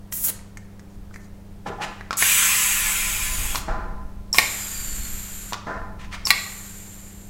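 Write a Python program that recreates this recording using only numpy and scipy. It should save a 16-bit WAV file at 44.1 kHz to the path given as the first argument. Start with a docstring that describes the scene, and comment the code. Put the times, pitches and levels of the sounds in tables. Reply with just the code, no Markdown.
"""In a small workshop with mains hum and low rumble, turbulence hisses and sputters as a pump goes on a tyre valve.
The struck chuck and its lever tick as damped modes, fingers brush, and the wheel rings faintly. Three pump strokes
follow: each lift draws turbulent air through the resonant barrel, the rod rubs, the seal chirps, the piston knocks.
Each push drives a jet through the hose, a comb of standing waves (long at first, then brief), and the valve pops.
After the second and third pops air hisses through the valve; after the second an edge tone also glides down."""
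import sys
import numpy as np
from scipy import signal
from scipy.fft import rfft, irfft
from scipy.io import wavfile
from scipy.ndimage import uniform_filter1d

SR = 44100
rng = np.random.default_rng(int(sys.argv[2]) if len(sys.argv) > 2 else 0)


def bounce(signal):
    """Save signal as a 16-bit WAV file at the path given by the first command-line argument."""
    frames = np.transpose(np.atleast_2d(signal))
    limited = np.clip(frames, -1, 1)
    pcm = np.round(limited * 32767).astype(np.int16)
    wavfile.write(sys.argv[1], SR, pcm)


N = 321797
T = np.arange(N) / SR  # time [s]
HZ = np.fft.rfftfreq(2 ** 19, 1 / SR)  # frequencies of the long spectra [Hz]

# All levels are relative: the gain of each layer and the room act after them.
# Spectra of the rumble and of the still air: (frequency [Hz], level [dB])
RUMBLE_SPECTRUM = [(22, 1), (33, 1.5), (45, -8), (60, -5.5), (80, -16), (120, -23), (250, -28), (500, -43),
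                   (900, -65)]
AIR_SPECTRUM = [(70, -3), (130, -13.5), (230, -17), (400, -18.5), (600, -20.5), (1200, -28.5),
                (3000, -37.5), (8000, -41.5), (16000, -44.5)]
# Mains harmonics and one other steady tone: (frequency [Hz], level [dB])
HUM_TONES = [(100, -49), (172, -56.5), (200, -48), (300, -61), (400, -65)]
# Swells of low rumble: (middle [s], half length [s], level [dB])
RUMBLE_SWELLS = [(1.033, 0.12, -45), (2.87, 0.035, -36), (3.62, 0.52, -27), (5.05, 0.25, -32),
                 (6.017, 0.21, -35)]
RUMBLE_REST_DB, RUMBLE_LUMPS_DB = -45.5, 1.7  # level between the swells, and rms unevenness

# Ticks of the chuck and its lever: (time [s], level [dB], treble snap [dB], pitch factor [1])
CHUCK_TICKS = [(0.124, -27.5, 15, 0.92), (0.392, -36, -2, 1.04), (0.572, -28, 3, 0.99), (0.795, -37, 1, .9),
               (1.111, -39, -15, 0.69), (1.142, -32.5, -1, 1.05), (1.16, -27.5, -5, 0.965),
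               (2.01, -23, -30, 0.9)]
# Modes of the chuck: (frequency [Hz], level [dB], t60 [s])
CHUCK_MODES = [(1410, -12, 0.036), (1876, 3.5, 0.016), (2150, -2, 0.029), (4400, -11, 0.0087),
               (6500, -21, 0.011)]
# Spectrum of the bright scuff of skin and metal: (frequency [Hz], level [dB])
SCUFF_SPECTRUM = [(700, -22), (1300, -1), (1900, 0), (3500, -3.5), (6800, 7), (10000, -6), (13000, -10),
                  (16000, -16)]

# Air escaping as the chuck goes on: (start [s], length [s], thin hiss [dB], sputter [dB])
CHUCK_LEAKS = [(0.128, 0.129, -25.5, -55), (0.242, 0.06, -19, -36.5)]
# Spectra of the thin hiss and of the sputter: (frequency [Hz], level [dB])
LEAK_SPECTRUM = [(4500, -22), (5800, -14), (6900, -8), (8500, -8.5), (11300, -2.5), (14000, -4),
                 (16000, -1)]
SPUTTER_SPECTRUM = [(400, 2), (700, 4), (1200, 0), (2000, 1), (3000, -5.5), (4500, 1), (6000, -10),
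                    (9000, -26), (14000, -29)]
SPUTTER_S = 0.02  # the sputter comes at the end of a leak, as the seal closes

# Fingers brushing chuck and rim: (start [s], length [s], level [dB])
FINGER_BRUSHES = [(0.897, 0.058, -60), (1.137, 0.018, -51), (1.206, 0.051, -56)]
# Faint ring of the wheel: (frequency [Hz], level [dB], t60 [s])
WHEEL_MODES = [(1800, -56, .6), (9500, -63, .45), (12300, -63, .6)]

# Air sucked in on the lifts: (start [s], length [s], level [dB], sag [dB/s], low-pass cutoff [Hz])
LIFT_DRAUGHTS = [(1.663, 0.062, -28, 122, 1410), (1.798, 0.12, -32, 85, 1420), (3.683, 0.67, -28, 74, 4930),
                 (5.67, 0.45, -27, 89, 5000)]
# Spectrum of the intake turbulence: (frequency [Hz], level [dB])
INTAKE_SPECTRUM = [(120, -4), (220, -5.5), (350, -7), (550, -7.5), (900, -11), (1200, -6.5), (1750, -8),
                   (2200, -19.5), (3000, -29.5), (7000, -27), (10000, -36)]
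# Resonances of the barrel, then its two longest rings: (frequency [Hz], width [Hz], level [dB])
BARREL_RESONANCES = [(454, 28, -2), (644, 10, 7), (794, 45, 4.5), (880, 25, 0.5), (998, 53, -2),
                     (1350, 160, -3.5)]
BARREL_RINGS = [(866, 19, -3.5), (1017, 12.5, -3.5)]
BARREL_DB, BARREL_SAG_SHARE = -14.5, 0.49  # the barrel's notes outlast the draught
# The barrel also sounds softly as the piston goes down
PUSH_DRAUGHT_DB, PUSH_GROWTH_DB_PER_S, PUSH_NOTES_DB = -52.5, 5.5, -47.5

# The rod sliding: (start [s], length [s], level [dB])
ROD_SLIDES = [(1.669, 0.02, -36.5), (1.819, 0.029, -28), (5.997, 0.059, -44), (6.127, 0.027, -32.5)]
# Spectrum of the rubbing: (frequency [Hz], level [dB])
SLIDE_SPECTRUM = [(400, -17), (650, -11), (840, -6.5), (1100, -5.5), (1300, 0), (1550, -5), (1800, -1),
                  (3000, -6), (4000, -11.5), (6900, -15.5), (15000, -35.5)]
SLIDE_COAST_DB, SLIDE_COAST_S = -12, 0.11  # each slide trails off softly

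# The seal slipping: (middle [s], level [dB], mean pitch [Hz], length [s])
SEAL_CHIRPS = [(1.704, -27, 409, 0.011), (1.789, -27, 789, 0.011), (1.812, -23, 824, 0.0082),
               (4.33, -8, 5530, 0.0021), (4.3383, -13, 5410, 0.0058), (6.2547, -10, 5460, 0.0019),
               (6.262, -19.5, 5400, 0.017), (6.272, -10.5, 4650, 0.0018)]
OVERTONE_RATIO, OVERTONE_DB = 1.383, 2  # a hard slip also rings a second mode of the seal

# The piston knocking: (time [s], level [dB], treble snap [dB], pitch factor [1], rebound re knock [dB])
PISTON_KNOCKS = [(2.108, -8.5, -10, 1.18, -22), (2.129, -15, 3, 0.96, -14), (3.548, -15.5, -5, 0.88, -0.5),
                 (4.345, -15, 5, 0.925, -7), (4.39, -12.5, 2, 0.77, -7), (5.524, -15.5, -11, 0.857, -3.5),
                 (5.542, -17, 1, 1.03, -23), (6.27, -18, 9, 0.95, -15)]
# Modes of the piston: (frequency [Hz], level [dB], t60 [s])
PISTON_MODES = [(900, -23, 0.088), (1141, 1.5, 0.028), (1323, -8, 0.029), (1930, -6.5, 0.013),
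                (2810, -20, 0.013), (4430, -17, 0.012)]
# Spectrum of the crack of a knock: (frequency [Hz], level [dB])
CRACK_SPECTRUM = [(300, -28), (1000, 3), (3000, 6.5), (5000, 10.5), (6800, 3), (8500, -6), (15000, -20)]
REBOUND_S, REBOUND_SNAP_DB, REBOUND_PITCH = 0.0083, 9, 0.993  # every knock bounces once

# Air rushing into the hose: (start [s], length [s], jet [dB], hollow body of the pump [dB])
HOSE_FILLS = [(2.171, 1.408, -16, -20.5), (4.332, 0.063, -23.5, -27.5), (6.258, 0.028, -24.5, -26.5)]
# Spectra of the jet and of the hollow body: (frequency [Hz], level [dB])
JET_SPECTRUM = [(3500, -15.5), (4600, -7), (5600, -6), (6600, 2.5), (7800, 4.5), (8400, -1), (10100, 0.5),
                (10900, -3), (12400, 2.5), (13100, -8.5), (15800, -5)]
BODY_SPECTRUM = [(500, -24), (750, -29.5), (1000, -6.5), (1500, -3), (2000, 1.5), (2400, 4.5), (2800, 1.5),
                 (3300, 0), (4000, -7.5), (5000, -15), (7000, -41)]
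FILL_HOLD_S, FILL_SAG_DB_PER_S = 0.23, 11.5  # the rush holds, then sinks as back pressure builds
HOLLOW_BUILD_S = 0.026  # time constant of the hollow sound swelling in behind the jet
HOSE_HZ = 172.4  # lowest standing wave of a metre of hose

# The tyre valve popping open: (time [s], level [dB], treble snap [dB], pitch factor [1])
VALVE_POPS = [(2.2245, -8.5, 1.5, 0.95), (4.3843, 2, 3, 0.98), (6.305, 3, 2, 1)]
# Modes of the valve: (frequency [Hz], level [dB], t60 [s])
VALVE_MODES = [(824, -15, 0.018), (1151, -10.5, 0.062), (1907, 0.5, 0.029), (2230, -15, 0.015),
               (3240, -12.5, 0.018), (4330, -6.5, 0.013), (12700, -37, 0.024)]
# Spectrum of the air released by a pop: (frequency [Hz], level [dB])
BURST_SPECTRUM = [(550, -41.5), (900, 3), (1450, -9), (2100, 18), (3000, -1.5), (4300, 9), (5500, -3),
                  (8000, -2.5), (15000, -8)]

# Air passing the open tyre valve: (start [s], length [s], level [dB], sag [dB/s])
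VALVE_FLOWS = [(4.418, 1.1, -31, 8.5), (6.352, 0.95, -37, 16)]
# Spectrum of that flow: (frequency [Hz], level [dB])
FLOW_SPECTRUM = [(300, -39), (900, -16.5), (1400, -11.5), (2400, -11.5), (3400, -14.5), (4400, -13.5),
                 (5400, -17.5), (6500, -13.5), (10200, -16.5), (14000, -18), (15500, -26.5)]
# Resonances of the valve passage: (frequency [Hz], width [Hz], level [dB])
FLOW_RESONANCES = [(7294, 570, 1.5), (8900, 430, -6.5), (12060, 830, -6)]

# The valve's whistle sinks as the pressure evens out: (time [s], mean pitch [Hz])
WHISTLE_GLIDE = [(4.47, 5100), (4.65, 4900), (4.79, 4680), (5.08, 4320), (5.12, 4170), (5.5, 3830)]
# Partials gliding through a resonance: (multiple [1], level [dB], resonance [Hz], width [Hz])
WHISTLE_MODES = [(1, -46, 4700, 420), (3, -46, 14200, 750), (3, -42, 12350, 650)]

# Reverberation of the room: (frequency [Hz], t60 [s])
ROOM_DECAY = [(200, 1), (1000, 0.69), (2200, 0.63), (5000, 0.51), (8000, 0.4), (15000, 0.13)]
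# Reflections from bench, floor and wall: (delay [s], level [dB])
NEAR_ECHOES = [(.0028, -14), (.0046, -15), (.0071, -11), (.0083, -14), (.0118, -21)]
EDGE_HZ = 15900  # upper band limit


def amp(db):
    """Level to amplitude: 20 dB is a factor of ten."""
    return 10 ** (np.asarray(db) / 20)


def evened(x):
    """Normalization to unit root-mean-square."""
    return x / np.sqrt(np.mean(x ** 2) + 1e-20)


def read(points, hz):
    """Linear interpolation of a spectrum over log frequency."""
    f, value = np.transpose(points)
    return np.interp(np.log(hz + 1), np.log(f + 1), value)


def add(mix, s, sound):
    """Superposition: a sound is summed into the mix from time s."""
    part = mix[max(round(s * SR), 0):][:len(sound)]
    part += sound[:len(part)]


def noise(colour, rings=()):
    """Turbulence as filtered white noise: a broad spectrum plus resonances, steeply high-passed below."""
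    low_cut = 1 + (0.22 * colour[0][0] / (HZ + 1)) ** 4
    power = amp(read(colour, HZ)) ** 2 / low_cut
    for hz, width, db in rings:
        power = power + amp(db) ** 2 / (1 + ((HZ - hz) / width) ** 2 * 2) ** 2
    white = rng.standard_normal(2 * len(HZ) - 2)
    return evened(irfft(rfft(white) * np.sqrt(power))[:N])


def waver(per_s):
    """Low-pass random fluctuation of unit rms, up to about per_s changes a second."""
    white = rng.standard_normal(N)
    return evened(signal.sosfilt(signal.butter(2, per_s, fs=SR, output="sos"), white))


def gust(start, length, db, rise, fall, sag_db_per_s=0, hold=0):
    """Gain of one rush: exponential onset up to the start, hold, steady sag in dB, exponential decay at the end."""
    t = T - start
    outside = np.maximum(-t, 0) / rise + np.maximum(t - length, 0) / fall
    level = db - sag_db_per_s * np.clip(t - hold, 0, length)
    return amp(level) * np.exp(-np.minimum(outside, 20))


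def strikes(events, modes, colour, snap_db, snap_s):
    """Modal impact: each blow excites damped sinusoids and a brief snap of noise."""
    out, t = np.zeros(N), T[:SR // 4]
    snaps = noise(colour)
    for k, (s, db, treble_db, pitch) in enumerate(events):
        detune = pitch * (1 + rng.uniform(-.015, .015, len(modes)))
        ring = np.zeros(len(t))
        for d, (hz, level, t60) in zip(detune, modes):
            ring += amp(level - 60 * t / t60) * np.sin(2 * np.pi * hz * d * t)
        snap = snaps[k * len(t):][:len(t)] * np.exp(-t / snap_s)
        add(out, s, amp(db) * (.5 * ring + amp(snap_db + treble_db) * snap))
    return out


def churn(x, patchy_db):
    """Intermittency of turbulence: patches a few hundred Hz wide and about 0.1 s long rise and fall."""
    z = signal.stft(x, SR, nperseg=512)[2]
    patches = uniform_filter1d(rng.standard_normal(z.shape), size=4, axis=0)  # across frequency
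    patches = evened(uniform_filter1d(patches, size=16, axis=1))  # along time
    return evened(signal.istft(z * amp(patchy_db * patches), SR, nperseg=512)[1][:N])


def standing_waves(x, reflection):
    """Repeated reflection along the hose: evenly spaced resonances that blur in the treble."""
    kept = np.clip(reflection, 0, .8) / (1 + (HZ / 2200) ** 2)
    round_trip = kept * np.exp(-2j * np.pi * HZ / HOSE_HZ)
    return evened(irfft(rfft(x, 2 * len(HZ) - 2) / (1 - round_trip))[:N])


def background():
    """Steady sinusoids with slow phase wander for the hum; stationary noise for air and swelling noise for rumble."""
    hum = np.zeros(N)
    for hz, db in HUM_TONES:
        cycles = hz * T + rng.random()
        hum += amp(db) * np.sqrt(2) * np.sin(2 * np.pi * cycles + 0.072 * waver(1.8))
    swell = amp(RUMBLE_REST_DB)
    for s, half, db in RUMBLE_SWELLS:
        swell = swell + amp(db) * np.exp(-((T - s) / half) ** 2)
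    rumble = swell * amp(RUMBLE_LUMPS_DB * waver(7)) * noise(RUMBLE_SPECTRUM)
    still_air = amp(-47) * noise(AIR_SPECTRUM)
    return hum + rumble + still_air


def chuck_ticks():
    """Impact excitation of the chuck's short-lived modes, with a bright scuff."""
    return strikes(CHUCK_TICKS, CHUCK_MODES, SCUFF_SPECTRUM, snap_db=-11.0, snap_s=0.0035)


def leak():
    """Turbulent escape: the chuck presses the valve pin before it seals, a thin hiss and then a sputtering spit."""
    hiss, sputter = np.zeros(N), np.zeros(N)
    for s, length, hiss_db, sputter_db in CHUCK_LEAKS:
        hiss += gust(s, length, hiss_db, rise=0.0041, fall=0.0016, sag_db_per_s=26)
        sputter += gust(s + length - SPUTTER_S, SPUTTER_S, sputter_db, rise=0.0089, fall=0.0093)
    escaping = amp(1.5) * hiss * noise(LEAK_SPECTRUM) + sputter * noise(SPUTTER_SPECTRUM)
    return escaping * amp(0.81 * waver(150))


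def fingers():
    """Friction noise: skin brushes chuck and rim with a fine, uneven grain."""
    touch = sum(gust(s, length, db, rise=.006, fall=0.012) for s, length, db in FINGER_BRUSHES)
    return amp(-5.5) * touch * noise(SCUFF_SPECTRUM) * amp(1.3 * waver(120))


def wheel(s):
    """Free decay of lightly damped modes, faint and uneven, once the lever is locked at time s."""
    t = np.maximum(T - s, 0)
    ring = np.zeros(N)
    for hz, db, t60 in WHEEL_MODES:
        ring += amp(db - 60 * t / t60 + 3 * waver(40)) * np.sin(2 * np.pi * hz * t)
    return ring


def lift():
    """Turbulence exciting resonators: air rings barrel and hose, strongly on lifts and softly while the hose fills."""
    draught = standing_waves(noise(INTAKE_SPECTRUM, BARREL_RESONANCES), reflection=0.27)
    draught = draught * amp(0.88 * waver(116))
    notes = np.zeros(N)
    for hz, width, db in BARREL_RINGS:
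        notes += amp(db) * waver(width / 2) * np.sin(2 * np.pi * hz * T)
    notes = evened(notes)
    out = np.zeros(N)
    for s, length, db, sag, cutoff_hz in LIFT_DRAUGHTS:
        muffled = signal.sosfilt(signal.butter(2, cutoff_hz, fs=SR, output="sos"), draught)
        out += muffled * gust(s, length, db, rise=0.0028, fall=0.027, sag_db_per_s=sag)
        notes_sag = sag * BARREL_SAG_SHARE
        out += notes * gust(s, length, db + BARREL_DB, rise=0.003, fall=0.04, sag_db_per_s=notes_sag)
    for s, length, _, _ in HOSE_FILLS:
        growth = -PUSH_GROWTH_DB_PER_S  # a negative sag swells
        out += draught * gust(s, length, PUSH_DRAUGHT_DB, rise=0.005, fall=0.18, sag_db_per_s=growth)
        out += notes * gust(s, length, PUSH_NOTES_DB, rise=0.005, fall=0.074)
    return out


def rod():
    """Sliding friction: the rod rubs with a fine grain, then coasts."""
    rub = np.zeros(N)
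    for s, length, db in ROD_SLIDES:
        rub += gust(s, length, db, rise=0.0069, fall=0.0054)
        rub += gust(s, length, db + SLIDE_COAST_DB, rise=0.0045, fall=SLIDE_COAST_S)
    return amp(-3.5) * rub * noise(SLIDE_SPECTRUM) * amp(1.3 * waver(210))


def chirps():
    """Stick-slip: the rubber seal squeals briefly; the loudest slips ring an overtone and spit a little air."""
    out, spit = np.zeros(N), np.zeros(N)
    t = np.arange(-SR // 30, SR // 30) / SR
    jitter = .015 * waver(1500)
    for k, (s, db, hz, length) in enumerate(SEAL_CHIRPS):
        swell = amp(db) * np.exp(-(2 * t / length) ** 2)
        pitch = hz * (1 + jitter[k * len(t):][:len(t)])
        phase = 2 * np.pi * np.cumsum(pitch) / SR
        # the squared swell favours the hard slips
        overtone = amp(OVERTONE_DB) * swell ** 2 * np.sin(OVERTONE_RATIO * phase)
        add(out, s + t[0], swell * np.sin(phase) + overtone)
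        add(spit, s + t[0], swell ** 2)
    return out + amp(-14) * spit * noise(JET_SPECTRUM)


def knocks():
    """Impact and rebound: the piston hits its stop, ringing its modes, and bounces once."""
    blows, rebounds = [], []
    for s, db, snap_db, pitch, rebound_db in PISTON_KNOCKS:
        blows.append((s, db, snap_db, pitch))
        rebounds.append((s + REBOUND_S, db + rebound_db, REBOUND_SNAP_DB, REBOUND_PITCH))
    return strikes(blows + rebounds, PISTON_MODES, CRACK_SPECTRUM, snap_db=-10.0, snap_s=0.0032)


def hose():
    """Jet noise and pipe resonance: a jet through the check valve sounds the hollow of the hose beneath it."""
    jet, body = np.zeros(N), np.zeros(N)
    for s, length, jet_db, body_db in HOSE_FILLS:
        rush = gust(s, length, 0, rise=0.0011, fall=0.022, sag_db_per_s=FILL_SAG_DB_PER_S, hold=FILL_HOLD_S)
        build = 1 - np.exp(-np.maximum(T - s, 0) / HOLLOW_BUILD_S)
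        jet += amp(jet_db) * rush * amp(7.4 * (build - 1))
        body += amp(body_db) * rush * build ** 2
    hollow = standing_waves(noise(BODY_SPECTRUM), reflection=0.49)
    jet_sound = amp(-1.5) * jet * churn(noise(JET_SPECTRUM), patchy_db=2.5)
    hollow_sound = amp(-2.5) * body * churn(hollow, patchy_db=2.0)
    return (jet_sound + hollow_sound) * amp(0.24 * waver(60))


def valve_pops():
    """Sudden release: the opening valve rings its modes and lets out a burst of air."""
    return strikes(VALVE_POPS, VALVE_MODES, BURST_SPECTRUM, snap_db=-4, snap_s=.0028)


def valve_flow():
    """Turbulent flow in a narrow resonant passage, fading as the pressure evens out."""
    flow = sum(gust(s, length, db, rise=0.024, fall=.012, sag_db_per_s=sag) for s, length, db, sag in VALVE_FLOWS)
    return amp(1.5) * flow * noise(FLOW_SPECTRUM, FLOW_RESONANCES) * amp(.5 * waver(45))


def whistle():
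    """Edge tone: an unsteady gliding pitch whose partials swell as they cross fixed resonances."""
    s, pitch = np.transpose(WHISTLE_GLIDE)
    hz = np.interp(T, s, pitch)
    wobble = 1 + .009 * waver(400) + .003 * waver(12)
    flicker = amp(2.5 * waver(40) + 2 * waver(9))
    phase = 2 * np.pi * np.cumsum(hz * wobble) / SR
    tone = np.zeros(N)
    for k, db, centre, width in WHISTLE_MODES:
        resonance = 1 / (1 + ((k * hz - centre) / width) ** 4)
        tone += amp(db) * np.sin(k * phase) * resonance
    return gust(s[0], s[-1] - s[0], 0, rise=0.027, fall=.01) * tone * flicker


def workshop(x, wet_db, echo_db):
    """Room response by convolution: direct sound, near echoes, and a diffuse tail whose treble dies first."""
    hz, t, z = signal.stft(rng.standard_normal(SR), SR, nperseg=256)
    decay = amp(-60 * t / read(ROOM_DECAY, hz)[:, None])
    tail = signal.istft(z * decay, SR, nperseg=256)[1][:SR]
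    tail = tail * (1 - np.exp(-T[:len(tail)] / 0.0023))
    response = amp(wet_db) * tail / np.linalg.norm(tail)
    response[0] += 1  # direct sound
    for delay, db in NEAR_ECHOES:
        response[round(delay * SR)] += amp(db + echo_db)
    return signal.fftconvolve(x, response / np.linalg.norm(response))[:N]


def scene():
    """Superposition at one microphone: wheel, valve and pump each sound into the room, over the background."""
    at_wheel = chuck_ticks() + leak() + fingers() + wheel(s=1.17)
    at_pump = lift() + rod() + chirps() + knocks() + hose()
    at_valve = valve_pops() + valve_flow() + whistle()
    mono = background()
    mono += workshop(at_wheel, wet_db=-10, echo_db=-6)
    mono += workshop(at_pump, wet_db=-8.5, echo_db=-8.0)
    mono += workshop(at_valve, wet_db=-10.5, echo_db=-2.5)
    return np.array([mono, mono])


def record(dry):
    """Overload and band limit: peaks beyond full scale are clipped, then a low-pass removes the top treble."""
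    clipped = np.clip(dry, -1, 1)
    low_pass = signal.firwin(511, EDGE_HZ, window=("kaiser", 9), fs=SR)
    return signal.oaconvolve(clipped, low_pass[None], "same")


dry = scene()
out = record(dry)
bounce(out)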